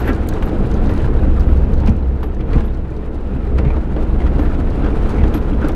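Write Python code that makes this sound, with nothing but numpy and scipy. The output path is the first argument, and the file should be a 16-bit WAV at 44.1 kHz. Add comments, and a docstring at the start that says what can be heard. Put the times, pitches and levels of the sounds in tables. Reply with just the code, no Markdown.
"""The engine of a small four-wheel-drive car drones at nearly steady revs, heard from inside on a rutted muddy track.
It is a sum of wavering firing orders; filtered noise sways the body, and random impacts make tyre rumble and chatter.
Ruts thump the suspension with decaying low tones; noise bursts make pebble taps, trim knocks, ticks and clicks.
Trim judders and a loose fitting clatters in runs of contacts; a small metal piece like a key jingles in decaying modes."""
import sys
import numpy as np
from scipy import signal
from scipy.fft import rfft, irfft, next_fast_len
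from scipy.io import wavfile
from scipy.ndimage import uniform_filter1d, map_coordinates

SR = 44100
rng = np.random.default_rng(int(sys.argv[2]) if len(sys.argv) > 2 else 0)


def wav_record(signal):
    """Record a signal, one row per channel, as 16-bit PCM in the file named by sys.argv[1]."""
    frames = np.transpose(np.atleast_2d(signal))
    bounded = np.clip(frames, -1, 1)
    # unit amplitude maps onto the largest positive 16-bit level
    quanta = np.round(bounded * 32767).astype(np.int16)
    wavfile.write(sys.argv[1], SR, quanta)


N = 253575
TIME = np.arange(N) / SR  # seconds
AFTER = np.arange(SR // 4) / SR  # seconds since a blow

# Wheels dropping into ruts. Each row: start in seconds, shell level in dB, shell resonance in Hz,
# low push peak in dB.
RUT_DROPS = [(0.089, -10, 267, -27), (0.42, -31, 136, -7.5), (0.87, -15, 140, -20), (0.984, -17, 320, -21),
             (1.015, -21, 130, -22), (1.213, -26, 137, -21), (1.271, -13.5, 278, -19),
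             (1.49, -17, 125, -20), (1.663, -14.5, 138, -18), (1.81, -15, 134, -21), (1.884, -9, 219, -12),
             (1.891, -10.5, 124, -6.5), (2.555, -5.5, 128, -5), (2.56, -15.5, 254, -3),
             (3.342, -13.5, 135, -20), (3.356, -18.5, 262, -29), (3.592, -18.5, 475, -21),
             (3.657, -5, 142, -11), (4.355, -17, 306, -12), (4.391, -13, 295, -22), (4.585, -14, 284, -27),
             (4.774, -16, 280, -22), (4.833, -13.5, 302, -22), (5.221, -16, 124, -3),
             (5.348, -11.5, 296, -30), (5.518, -12.5, 291.2, -13), (5.64, -10, 294.4, -12)]
# Colour of trim contacts. Each row: frequency in Hz, level in dB.
TRIM_COLOUR = [(500, -9), (900, 6), (1350, 0), (1900, -3), (2400, -7), (3300, -10.5), (4700, -20),
               (7000, -29), (11000, -36), (15000, -51.5)]
# Colour of hard plastic and of the key's scrape. Each row: frequency in Hz, level in dB.
PLASTIC_COLOUR = [(2000, -37.5), (3800, 10), (4700, 6), (5400, 0.5), (6200, 3.5), (7200, -3.5),
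                  (8400, -0.5), (9200, -3), (10300, -4.5), (12000, -4.5), (15500, -15.5)]


def amp(db):
    """Decibels to gain."""
    return 10 ** (np.asarray(db) / 20)


def unit(x):
    """Scale to rms 1."""
    return x / np.sqrt(np.mean(x ** 2) + 1e-20)


def curves(rows):
    """One value per sample for each column after the time."""
    s, *cols = np.transpose(rows)
    return [np.interp(TIME, s, c) for c in cols]


def wobble(rate):
    """A smooth random curve, rate knots a second."""
    knots = rng.standard_normal(int(N * rate / SR) + 4)
    return map_coordinates(knots, [TIME * rate])


def colour(x, points, main_hz=1000, lift_db=0, octaves=0.3):
    """Causal filter through (Hz, dB) points, with an optional hump round main_hz."""
    m = 2 * next_fast_len(len(x) // 2 + 4096)
    pitch = np.log2(np.fft.rfftfreq(m, 1 / SR) + 1)
    f, db = np.transpose(points)
    # beyond the outer points the level falls 30 dB an octave
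    edge = np.maximum(np.log2(f[0]) - pitch, 0) + np.maximum(pitch - np.log2(f[-1]), 0)
    db = np.interp(pitch, np.log2(f), db) - 30 * edge
    db = db + lift_db * np.exp(-((pitch - np.log2(main_hz)) / octaves) ** 2)
    # folding the cepstrum gives minimum phase, so nothing sounds before its blow
    cepstrum = irfft(np.log(amp(db) + 1e-6))
    cepstrum[1:m // 2] *= 2
    cepstrum[m // 2 + 1:] = 0
    return irfft(rfft(x, m) * np.exp(rfft(cepstrum)))[:len(x)]


def resonate(x, modes):
    """Pass x through (Hz, width in Hz, dB) resonances."""
    f = np.fft.rfftfreq(2 * N, 1 / SR)
    response = sum(amp(db) * 1j * f * w / (c * c - f * f + 1j * f * w) for c, w, db in modes)
    return irfft(rfft(x, 2 * N) * response)[:N]


def grains(rate, spread_db):
    """Random tiny impacts of uneven size, rate a second, rms 1."""
    hits = (rng.random(N) < rate / SR) * rng.choice([-1, 1], N)
    size_db = spread_db * np.clip(rng.standard_normal(N), -2, 2)
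    return unit(hits * amp(size_db))


def burst(t60):
    """The dying scatter of one contact: noise that falls 60 dB in t60 seconds."""
    return rng.standard_normal(len(AFTER)) * amp(-60 * AFTER / t60)


def add(track, s, db, sound):
    """Lay a sound on the track at s seconds with this peak level."""
    part = track[max(round(s * SR), 0):][:len(sound)]
    part += amp(db) * sound[:len(part)] / np.abs(sound).max()


def rattle(rate, spread_db, centre_hz, cycles):
    """Many small contacts, each ringing briefly at its own pitch; rms 1."""
    when, pitch, size = rng.random((int(rate * N / SR), 3)).T[:, :, None]
    hz = centre_hz * 2 ** (2 * pitch - 1)
    t = AFTER[:SR // 32]
    level = amp(spread_db * size ** 2) * centre_hz / hz
    envelope = amp(-60 * t * hz / cycles) * (1 - np.exp(-t * hz / 2))
    rings = level * np.sin(2 * np.pi * hz * t) * envelope
    places = (when * N).astype(int) + np.arange(len(t))
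    return unit(np.bincount(places.ravel(), rings.ravel(), N)[:N])


def ground():
    """Levels of stones and lumps under the wheels (dB), and the stoniness about its mean."""
    # Roughness of the track. Each row: time in seconds, stones in dB, lumps in dB.
    roughness = [(0, -30, -27), (0.22, -35, -24), (0.55, -34, -24), (0.95, -34, -21.5), (1.3, -35, -22),
                 (1.72, -37.5, -22.5), (2.1, -40.5, -28), (2.36, -41, -30), (2.55, -36, -26.5),
                 (2.8, -42.5, -30.5), (3.22, -41, -34), (3.6, -37.5, -24.5), (3.87, -38, -28),
                 (4.35, -35, -23.5), (4.72, -35.5, -27), (5.2, -32, -22), (5.5, -36, -28), (5.75, -33, -25)]
    stones_db, lumps_db = curves(roughness)
    return stones_db, lumps_db, stones_db - stones_db.mean()


def ruts(rut_s=0.053):
    """The shake of the car round each rut, 1 for the loudest alone; close ruts add up."""
    loudest_db = max(row[1] for row in RUT_DROPS)
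    return sum(amp(db - loudest_db) * np.exp(-((TIME - s) / rut_s) ** 2) for s, db, *_ in RUT_DROPS)


def cabin(x, wet_db=-9, t60=0.08):
    """Glass and roof return a short, close echo; the seats soak up its treble."""
    tail = burst(t60) * (AFTER > .003)
    echo = signal.fftconvolve(x, tail / np.linalg.norm(tail))[:N]
    return x + amp(wet_db) * colour(echo, [(100, 4.5), (4000, 0.5), (15000, -8.5)])


def clicks(level_db=0.0, t60=0.006, tail_db=-20, tail_t60=0.035, lift_db=11):
    """Small hard parts click: one sharp contact, over in milliseconds, with a thin bright tail."""
    # Each row: start in seconds, peak in dB, main pitch in Hz.
    sharp_contacts = [(0.273, -36, 9100), (0.2866, -30, 7500), (0.2887, -19, 13100), (5.6857, -23.5, 10300)]
    # Each row: frequency in Hz, level in dB.
    click_colour = [(2000, -27), (4200, 3), (5300, -3), (7000, -0.5), (8400, 1), (10200, -3), (11700, -2.5),
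                    (13500, -11), (15500, -19.5)]
    out = np.zeros(N)
    for s, db, hz in sharp_contacts:
        contact = burst(t60) + amp(tail_db) * burst(tail_t60)
        click = colour(contact, click_colour, main_hz=hz, lift_db=lift_db, octaves=.2)
        add(out, s, db + level_db, click)
    return out


def touches(count=2, rebound_s=0.02, rebound_loss_db=18):
    """Each swing of the key touches its ring and rebounds once, more softly: rows (s, dB)."""
    # Each row: start in seconds, level in dB.
    swings = [(0.001, -32), (0.055, -40), (0.074, -32), (0.429, -41.5), (0.455, -38), (0.899, -48),
              (1.393, -47), (1.462, -54), (1.509, -51), (2.231, -40.5), (2.258, -48), (2.653, -46),
              (4.398, -46), (4.426, -44), (5.342, -31), (5.367, -40.5)]
    return [(s + rebound_s * k, db - rebound_loss_db * k) for s, db in swings for k in range(count)]


def jingles(level_db=-2, scrape_db=-8, rough=0.63):
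    """Each touch rings the key's modes at new strengths; rubbing on the ring blurs them."""
    # Modes of the key. Each row: frequency in Hz, level in dB, time to fall 60 dB in seconds.
    key_modes = [(5800, -15, .04), (7400, -18, .05), (11490, 0, .08), (11780, -5.5, .06), (12100, -12, .05),
                 (14930, -6, .06), (15200, -12, .05)]
    out = np.zeros(N)
    for s, db in touches():
        ring = np.zeros(len(AFTER))
        for hz, level, t60 in key_modes:
            # a random walk in phase
            drift = rough * np.cumsum(rng.standard_normal(len(AFTER))) / np.sqrt(SR * 0.00098)
            strength = amp(level + 2.0 * rng.normal() - 60 * AFTER / t60)
            ring += strength * np.sin(2 * np.pi * hz * AFTER + drift)
        scrape = amp(scrape_db) * colour(burst(0.035), PLASTIC_COLOUR)
        add(out, s, db + level_db, ring * (1 - np.exp(-AFTER / 0.0013)) + scrape)
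    return out


def faint_ticks(per_s=9.1, over_stones_db=-7.5, centre_hz=6000, spread_db=6):
    """Small ticks at random moments, stronger on stony ground: rows (s, dB, main Hz)."""
    stones_db = ground()[0]
    rows = []
    for when, size, pitch in rng.random((int(per_s * N / SR), 3)):
        db = stones_db[int(when * N)] + over_stones_db - spread_db * size
        rows.append((when * N / SR, db, centre_hz * 2 ** (pitch - .5)))
    return rows


def ticks(level_db=-2.5, tail_db=-19, dull_db=9):
    """Hard plastic parts snap together, each with its own pitch; softer contacts are duller."""
    # Each row: start in seconds, level in dB, main pitch in Hz.
    snaps = [(0.057, -42, 12000), (0.13, -32, 4730), (0.147, -37, 9500), (0.29, -27.5, 7000),
             (0.336, -31, 6470), (0.426, -37, 4300), (0.713, -32.5, 6370), (0.74, -32, 5880),
             (0.858, -35.5, 4830), (0.869, -35, 4200), (0.937, -33, 10000), (0.961, -37, 4200),
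             (0.977, -31, 4100), (1.016, -37, 8500), (1.278, -45.5, 5500), (1.395, -35, 5000),
             (1.405, -34, 5090), (1.571, -41, 6000), (1.736, -34, 6100), (1.779, -37, 4850),
             (1.801, -39, 4900), (1.861, -33, 5150), (1.874, -29.5, 5000), (1.893, -33.5, 6000),
             (1.964, -42.5, 10000), (2.231, -36, 4200), (2.346, -40, 6120), (2.406, -47, 5870),
             (2.531, -32, 4480), (2.557, -39, 5500), (2.605, -37, 4900), (2.746, -41, 5260),
             (2.903, -46, 8000), (2.965, -38, 5160), (3.467, -45, 6000), (3.585, -36, 5330),
             (4.394, -41.5, 6000), (4.704, -37, 5120), (5.093, -34.5, 8310), (5.102, -37, 8300),
             (5.144, -40, 7000), (5.183, -42, 6500), (5.279, -34, 4800), (5.34, -34, 6200),
             (5.613, -43, 5600), (5.646, -40, 6000), (5.656, -41.5, 6000), (5.718, -37, 6200)]
    out = np.zeros(N)
    hardest_db = max(row[1] for row in snaps)
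    for s, db, hz in snaps + faint_ticks():
        contact = (burst(.013) + amp(tail_db) * burst(.055)) * (1 - np.exp(-AFTER / .002))
        snap = colour(contact, PLASTIC_COLOUR, main_hz=hz, lift_db=5, octaves=.35)
        softness = 1 - amp(db - hardest_db)
        dulled = colour(snap, [(1000, 0.0074), (5000, 0.0058), (15000, -dull_db * softness)])
        add(out, s, db + level_db, dulled)
    return out


def pebbles(per_s=26, over_stones_db=2, centre_hz=2180, spread_db=8, t60=0.025, small_db=5):
    """Stones flung from the tread tap the floor pan at their own pitch; smaller ones are higher and weaker."""
    out = np.zeros(N)
    stones_db = ground()[0]
    for when, size, pitch in rng.random((int(per_s * N / SR), 3)):
        octave = 2 * pitch - 1
        tap = colour(burst(t60), TRIM_COLOUR, main_hz=centre_hz * 2 ** octave, lift_db=16, octaves=.2)
        db = stones_db[int(when * N)] + over_stones_db - spread_db * size - small_db * octave
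        add(out, when * N / SR, db, tap)
    return out


def clatters(contacts_per_s=1500):
    """A swelling run of quick contacts rings a loose metal fitting's modes; one sings on afterwards."""
    # Each row: crest in seconds, half length in seconds, level in dB.
    swells = [(0.089, 0.019, -25)]
    # Modes of the fitting. Each row: frequency in Hz, level in dB, time to fall 60 dB in seconds.
    fitting_modes = [(1350, -1, .04), (1630, -2, .28), (1560, -5, .12), (1700, -7, .2), (1825, -2, .08),
                     (1965, -3, .05), (2270, -6, .03), (2600, -11, .025)]
    out = np.zeros(N)
    for s, half, db in swells:
        contacts = grains(contacts_per_s, spread_db=1.5) * np.exp(-((TIME - s) / half) ** 2)
        for hz, level, t60 in fitting_modes:
            mode = np.sin(2 * np.pi * hz * AFTER) * amp(-60 * AFTER / t60)
            add(out, 0, db + level, signal.fftconvolve(contacts, mode)[:N])
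    return out


def judders(level_db=0.0, ring_db=-6, dull_db=12):
    """Loose trim rasps in a swelling run of quick contacts that ring its main resonance."""
    # Each row: crest in seconds, half length in seconds, level in dB, main pitch in Hz.
    runs = [(0.086, 0.026, -32, 1780), (0.09, 0.017, -33, 890), (1.845, 0.037, -33.5, 790),
            (1.881, 0.011, -37.5, 2470), (2.54, 0.012, -37.5, 2100), (2.547, 0.048, -39.5, 1120),
            (3.59, 0.0065, -36, 2350), (3.686, 0.046, -41.5, 2201), (3.746, 0.018, -35, 1310),
            (4.448, 0.035, -37.5, 1730), (4.862, 0.031, -31.5, 1390), (5.202, 0.067, -43, 2200),
            (5.642, 0.022, -30, 1390)]
    out = np.zeros(N)
    for s, half, db, hz in runs:
        contacts = grains(900, spread_db=6.5)
        rasp = unit(colour(contacts, TRIM_COLOUR, main_hz=hz, lift_db=14, octaves=.35))
        ring = unit(resonate(grains(900, spread_db=9.0), [(hz, hz / 12, 0)]))
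        swell = np.exp(-((TIME - s) / half) ** 2)
        out += amp(db + level_db) * swell * unit(rasp + amp(min(ring_db, 0)) * ring)
    return colour(out, [(100, 0), (3500, 0.0082), (10000, -dull_db)])


def knocks(clack_db=0, hollow_db=-5, ring_db=0, ring_t60=0.027):
    """Trim clacks against the shell and rings briefly; the cavity behind adds a hollow note."""
    # Each row: start in seconds, clack in dB, hollow body in dB, ring in dB, ring pitch in Hz.
    trim_blows = [(0.324, -25.5, -23, -37, 1560), (0.424, -17, -24, -23, 960),
                  (0.893, -22.5, -15.5, -40, 1430), (0.999, -30, -22, -44, 2980),
                  (1.043, -26, -21, -28.5, 1625), (1.872, -26.5, -13, -42, 2570),
                  (1.88, -28, -22, -39, 2180), (2.23, -23.5, -15, -30, 1001),
                  (2.238, -27.5, -18, -44, 1199), (2.406, -31.5, -20, -50, 2660),
                  (2.531, -24.5, -20, -32, 2350), (2.543, -33, -19, -42, 1900),
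                  (2.581, -27.5, -24, -43.5, 1698), (2.604, -27.5, -33, -41, 1640),
                  (2.849, -35.5, -24, -42, 1100), (3.583, -22, -18, -28, 1400),
                  (3.649, -29, -26, -36, 1140), (3.703, -25.5, -16, -30, 2330),
                  (3.766, -31, -12, -23.5, 963), (3.963, -27, -9, -36, 1490),
                  (4.201, -29.5, -12, -43, 2090), (4.215, -27, -17, -44, 2067),
                  (4.264, -28, -22, -27, 1301), (4.273, -30, -22, -31, 1910), (4.391, -23, -11, -35, 1190),
                  (4.452, -28.5, -22, -30, 1343), (4.461, -31, -18, -42, 1990),
                  (4.545, -27, -34, -38, 1300), (4.844, -25, -13, -37, 1210), (4.862, -29, -17, -41, 1470),
                  (5.058, -23, -20, -37, 2150), (5.237, -21, -16, -45, 1410),
                  (5.339, -21, -13, -32.5, 3270), (5.347, -24.5, -16, -30, 1080),
                  (5.376, -26, -20, -36, 1000), (5.614, -32, -14, -33, 1270),
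                  (5.643, -22.5, -15.5, -38, 1380), (5.69, -23, -13, -25, 1290)]
    # Colour of the cavity. Each row: frequency in Hz, level in dB.
    hollow_colour = [(120, -9), (230, 6), (300, 12.5), (450, 1), (700, -3), (1200, -18)]
    out = np.zeros(N)
    for s, db, body_db, note_db, hz in trim_blows:
        # the surfaces chatter evenly for a few milliseconds before the sound dies away
        fade = amp(-60 * np.maximum(AFTER - .004, 0) / 0.04)
        contact = np.sign(rng.standard_normal(len(AFTER))) * fade
        clack = colour(contact, TRIM_COLOUR, main_hz=hz, lift_db=4.0, octaves=0.17)
        add(out, s, db + clack_db, clack)
        # a close pair of modes beats
        partner = np.sin(2 * np.pi * hz * 1.04 * AFTER + 2 * np.pi * rng.random())
        ring = np.sin(2 * np.pi * hz * AFTER) + 0.38 * partner
        envelope = amp(-60 * AFTER / ring_t60) * (1 - np.exp(-AFTER / 0.0014))
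        add(out, s, note_db + ring_db, ring * envelope)
        add(out, s, body_db + hollow_db, colour(burst(0.12), hollow_colour))
    return out


def chatter(panel_db=-2.5, dash_db=-8.5, loose_db=-14.0, grit_db=-59, flutter_db=1.0, crackle_db=-4.5, rut_db=2.0,
            grit_grows=1.13):  # dB of grit for each dB of stones
    """Shaken panels and loose bits chatter while mud and grit spray the wheel arches."""
    # Colour of the panels. Each row: frequency in Hz, level in dB per Hz.
    panel_colour = [(400, -30.5), (700, 5), (900, 2), (1130, -3), (1380, -5), (1750, -9), (2200, -13),
                    (2600, -13.5), (3200, -18), (4200, -29), (5500, -34), (9000, -65)]
    # Dashboard resonances. Each row: frequency in Hz, width in Hz, level in dB.
    dash_modes = [(655, 26, 9.5), (813, 35, -0.5), (968, 33, 4), (1311, 76, 3.5), (1413, 180, 0),
                  (1624, 11, -5.5), (1770, 19, -7), (1950, 30, -20.5), (2270, 120, -27)]
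    # Colour of the spray. Each row: frequency in Hz, level in dB per Hz.
    grit_colour = [(2000, -19.5), (3800, 8), (4700, 2), (5500, -2), (6400, -1.5), (7300, -4.5), (8300, -5),
                   (9200, -7), (10100, -7.5), (11500, -11), (13500, -15), (15700, -15)]
    stones_db, lumps_db, stony_db = ground()
    jolt = wobble(35)
    panels = amp(panel_db) * unit(colour(grains(4000, spread_db=-0.5), panel_colour))
    dash_ring = resonate(grains(600, spread_db=3.5), dash_modes)
    dash = amp(dash_db) * unit(colour(dash_ring, [(600, 0.0079), (2600, 0.0019)]))
    loose = amp(loose_db) * rattle(rate=260, spread_db=9, centre_hz=2000, cycles=36)
    stones = unit(signal.fftconvolve(grains(70, spread_db=4), burst(.018))[:N])
    spray = unit(colour(rng.standard_normal(N) + amp(crackle_db) * stones, grit_colour))
    panel_level = stones_db + rut_db * ruts() + flutter_db * jolt
    grit_level = grit_grows * stony_db + grit_db + 2.0 * jolt
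    return amp(panel_level) * (panels + dash + loose) + amp(grit_level) * spray


def tyres(boom_db=1.0, roar_db=-27.5, cabin_db=-32, rut_boom_db=4, rut_roar_db=1.0, uneven_db=0.8,
          roar_grows=0.73, roar_lumpy=0.099):  # dB of roar for each dB of stones, and of lumps
    """Tread blocks strike lumps and stones; floor and cabin ring with them."""
    # Colour of the floor's boom. Each row: frequency in Hz, level in dB per Hz.
    floor_colour = [(55, -39), (80, 5), (95, -1.5), (113, -3), (135, 0), (165, -11.5), (200, -2),
                    (235, -10.5), (320, -36.5)]
    # Colour of the tread's roar. Each row: frequency in Hz, level in dB per Hz.
    tyre_colour = [(160, -25.5), (240, 3.5), (280, 0.5), (330, 2), (390, -2), (460, -2.5), (530, -5.5),
                   (610, -11), (800, -17), (1200, -26), (2500, -63.5)]
    # Cabin resonances. Each row: frequency in Hz, width in Hz, level in dB.
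    cabin_modes = [(195.8, 27.6, 1), (281, 3.6, -2), (308, 5.8, -1.5), (420.3, 15, -2), (483.3, 9.9, -6.5)]
    stones_db, lumps_db, stony_db = ground()
    boom_level = lumps_db + boom_db + rut_boom_db * ruts()
    boom = amp(boom_level) * unit(colour(grains(700, spread_db=1.0), floor_colour))
    roar = amp(roar_db) * unit(colour(grains(900, spread_db=2.5), tyre_colour))
    ring = amp(cabin_db) * unit(resonate(grains(700, spread_db=5.5), cabin_modes))
    roar_level = roar_grows * stony_db + roar_lumpy * (lumps_db - lumps_db.mean())
    roar_level = roar_level + rut_roar_db * ruts() + uneven_db * wobble(17)
    return boom + amp(roar_level) * (roar + colour(ring, [(100, 0.025), (700, 0.013)]))


def sway(level_db=2, evenness=0.72):
    """The body heaves on its springs and pumps the cabin air."""
    # Each row: time in seconds, body sway in dB before level_db.
    sway_levels = [(0, -20), (0.25, -22.5), (0.74, -15.5), (0.92, -18.5), (1.25, -15), (1.9, -15.5),
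                   (2.05, -26), (2.42, -20.5), (2.58, -14.5), (2.87, -28), (3.7, -18), (3.87, -22.5),
                   (4.1, -15.5), (4.5, -17.5), (4.84, -19), (5.05, -15.5), (5.27, -18), (5.75, -21)]
    # Colour of the heaving body. Each row: frequency in Hz, level in dB per Hz.
    body_colour = [(8, -42), (16, -4), (24, 6), (31, 0.5), (40, -3), (52, -3.5), (66, -7.5), (85, -11.5),
                   (120, -34.5)]
    heave = signal.hilbert(colour(rng.standard_normal(N), body_colour))
    # dividing by part of its own swell steadies the noise
    swell = np.sqrt(np.abs(uniform_filter1d(np.abs(heave) ** 2, size=5000)))
    steadied = unit(heave.real / swell ** np.clip(evenness, 0, 1))
    return amp(curves(sway_levels)[0] + level_db) * steadied


def thumps(level_db=-2, t60=0.074, attack=0.007, push_hz=60, push_rise=0.014, shudder_db=-6):
    """A wheel drops: a low push swells and fades, the shell answers with a few heavy cycles, the floor shudders."""
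    out = np.zeros(N)
    push_swell = (AFTER / push_rise) ** 2 * np.exp(-2 * AFTER / push_rise)
    push = np.sin(2 * np.pi * push_hz * AFTER) * push_swell
    onset = 1 - np.exp(-AFTER / attack)
    shudder_colour = [(50, 7.5), (240, -6.5), (500, -9.5), (1200, -44.0)]
    for s, db, hz, push_db in RUT_DROPS:
        add(out, s, push_db, push)
        shell = np.sin(2 * np.pi * hz * AFTER) * amp(-60 * AFTER / t60) * onset
        add(out, s, db + level_db, shell)
        shudder = colour(burst(0.044) * onset, shudder_colour, main_hz=hz, lift_db=2.0)
        add(out, s, db + shudder_db, shudder)
    return out


def engine(level_db=-1.7, rough_db=1.0, wander=0.01595):
    """Firing orders boom in the cabin; the rocking mounts make the overtones waver."""
    # Each row: time in seconds, firing rate in Hz before its wander.
    revs = [(0, 64.66), (.9, 65.23), (1.3, 63.74), (1.8, 64.78), (2.2, 62.7), (3.3, 62.42), (4.2, 64.48),
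            (4.8, 63.35), (5.75, 64.2)]
    # Each row: time in seconds, drone in dB before level_db.
    drone = [(0, -25), (0.2, -17.5), (0.5, -25.5), (1.35, -16), (1.78, -16.5), (2.2, -16.5), (2.38, -23.5),
             (2.58, -23.5), (2.76, -20), (3.27, -27.5), (3.58, -12.5), (3.87, -24), (4.38, -17.5),
             (4.97, -23), (5.27, -18), (5.42, -24.5), (5.6, -13.5), (5.75, -25)]
    # Each row: multiple of the firing rate, level in dB against the mean drone.
    order_levels = [(.5, -26), (1.5, -15.5), (2, -23), (2.5, -18), (3, -20), (3.5, -20.5), (4, -27),
                    (5, -20), (6, -41), (7, -20.5)]
    firing_hz, = curves(revs)
    drone_db, = curves(drone)
    phase = 2 * np.pi * np.cumsum(firing_hz * (1 + wander * wobble(14))) / SR
    hum = amp(drone_db + 2.04 * wobble(12)) * np.sin(phase)
    for k, db in order_levels:
        # overtones follow the drone's swells half as far
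        load_db = (drone_db + drone_db.mean()) / 2 + rough_db * wobble(30)
        order_phase = k * phase + 2 * np.pi * rng.random() + 0.44 * wobble(16)
        hum += amp(db + load_db) * np.sin(order_phase)
    return amp(level_db) * np.sqrt(2) * hum


def scene():
    """Everything as heard from the front seat; the small rattles gain the cabin's echo."""
    rattles = cabin(knocks() + judders() + clatters() + pebbles() + ticks() + jingles())
    return (engine() + sway() + tyres() + chatter() + thumps() + rattles + clicks())[None]


def record(dry, top_hz=15760):
    """Clip at full scale, then keep only what lies below top_hz."""
    hz = np.fft.rfftfreq(2 * N, 1 / SR)
    return irfft(rfft(np.clip(dry, -1, 1), 2 * N) * (hz < top_hz))[:, :N]


dry = scene()
out = record(dry)
wav_record(out)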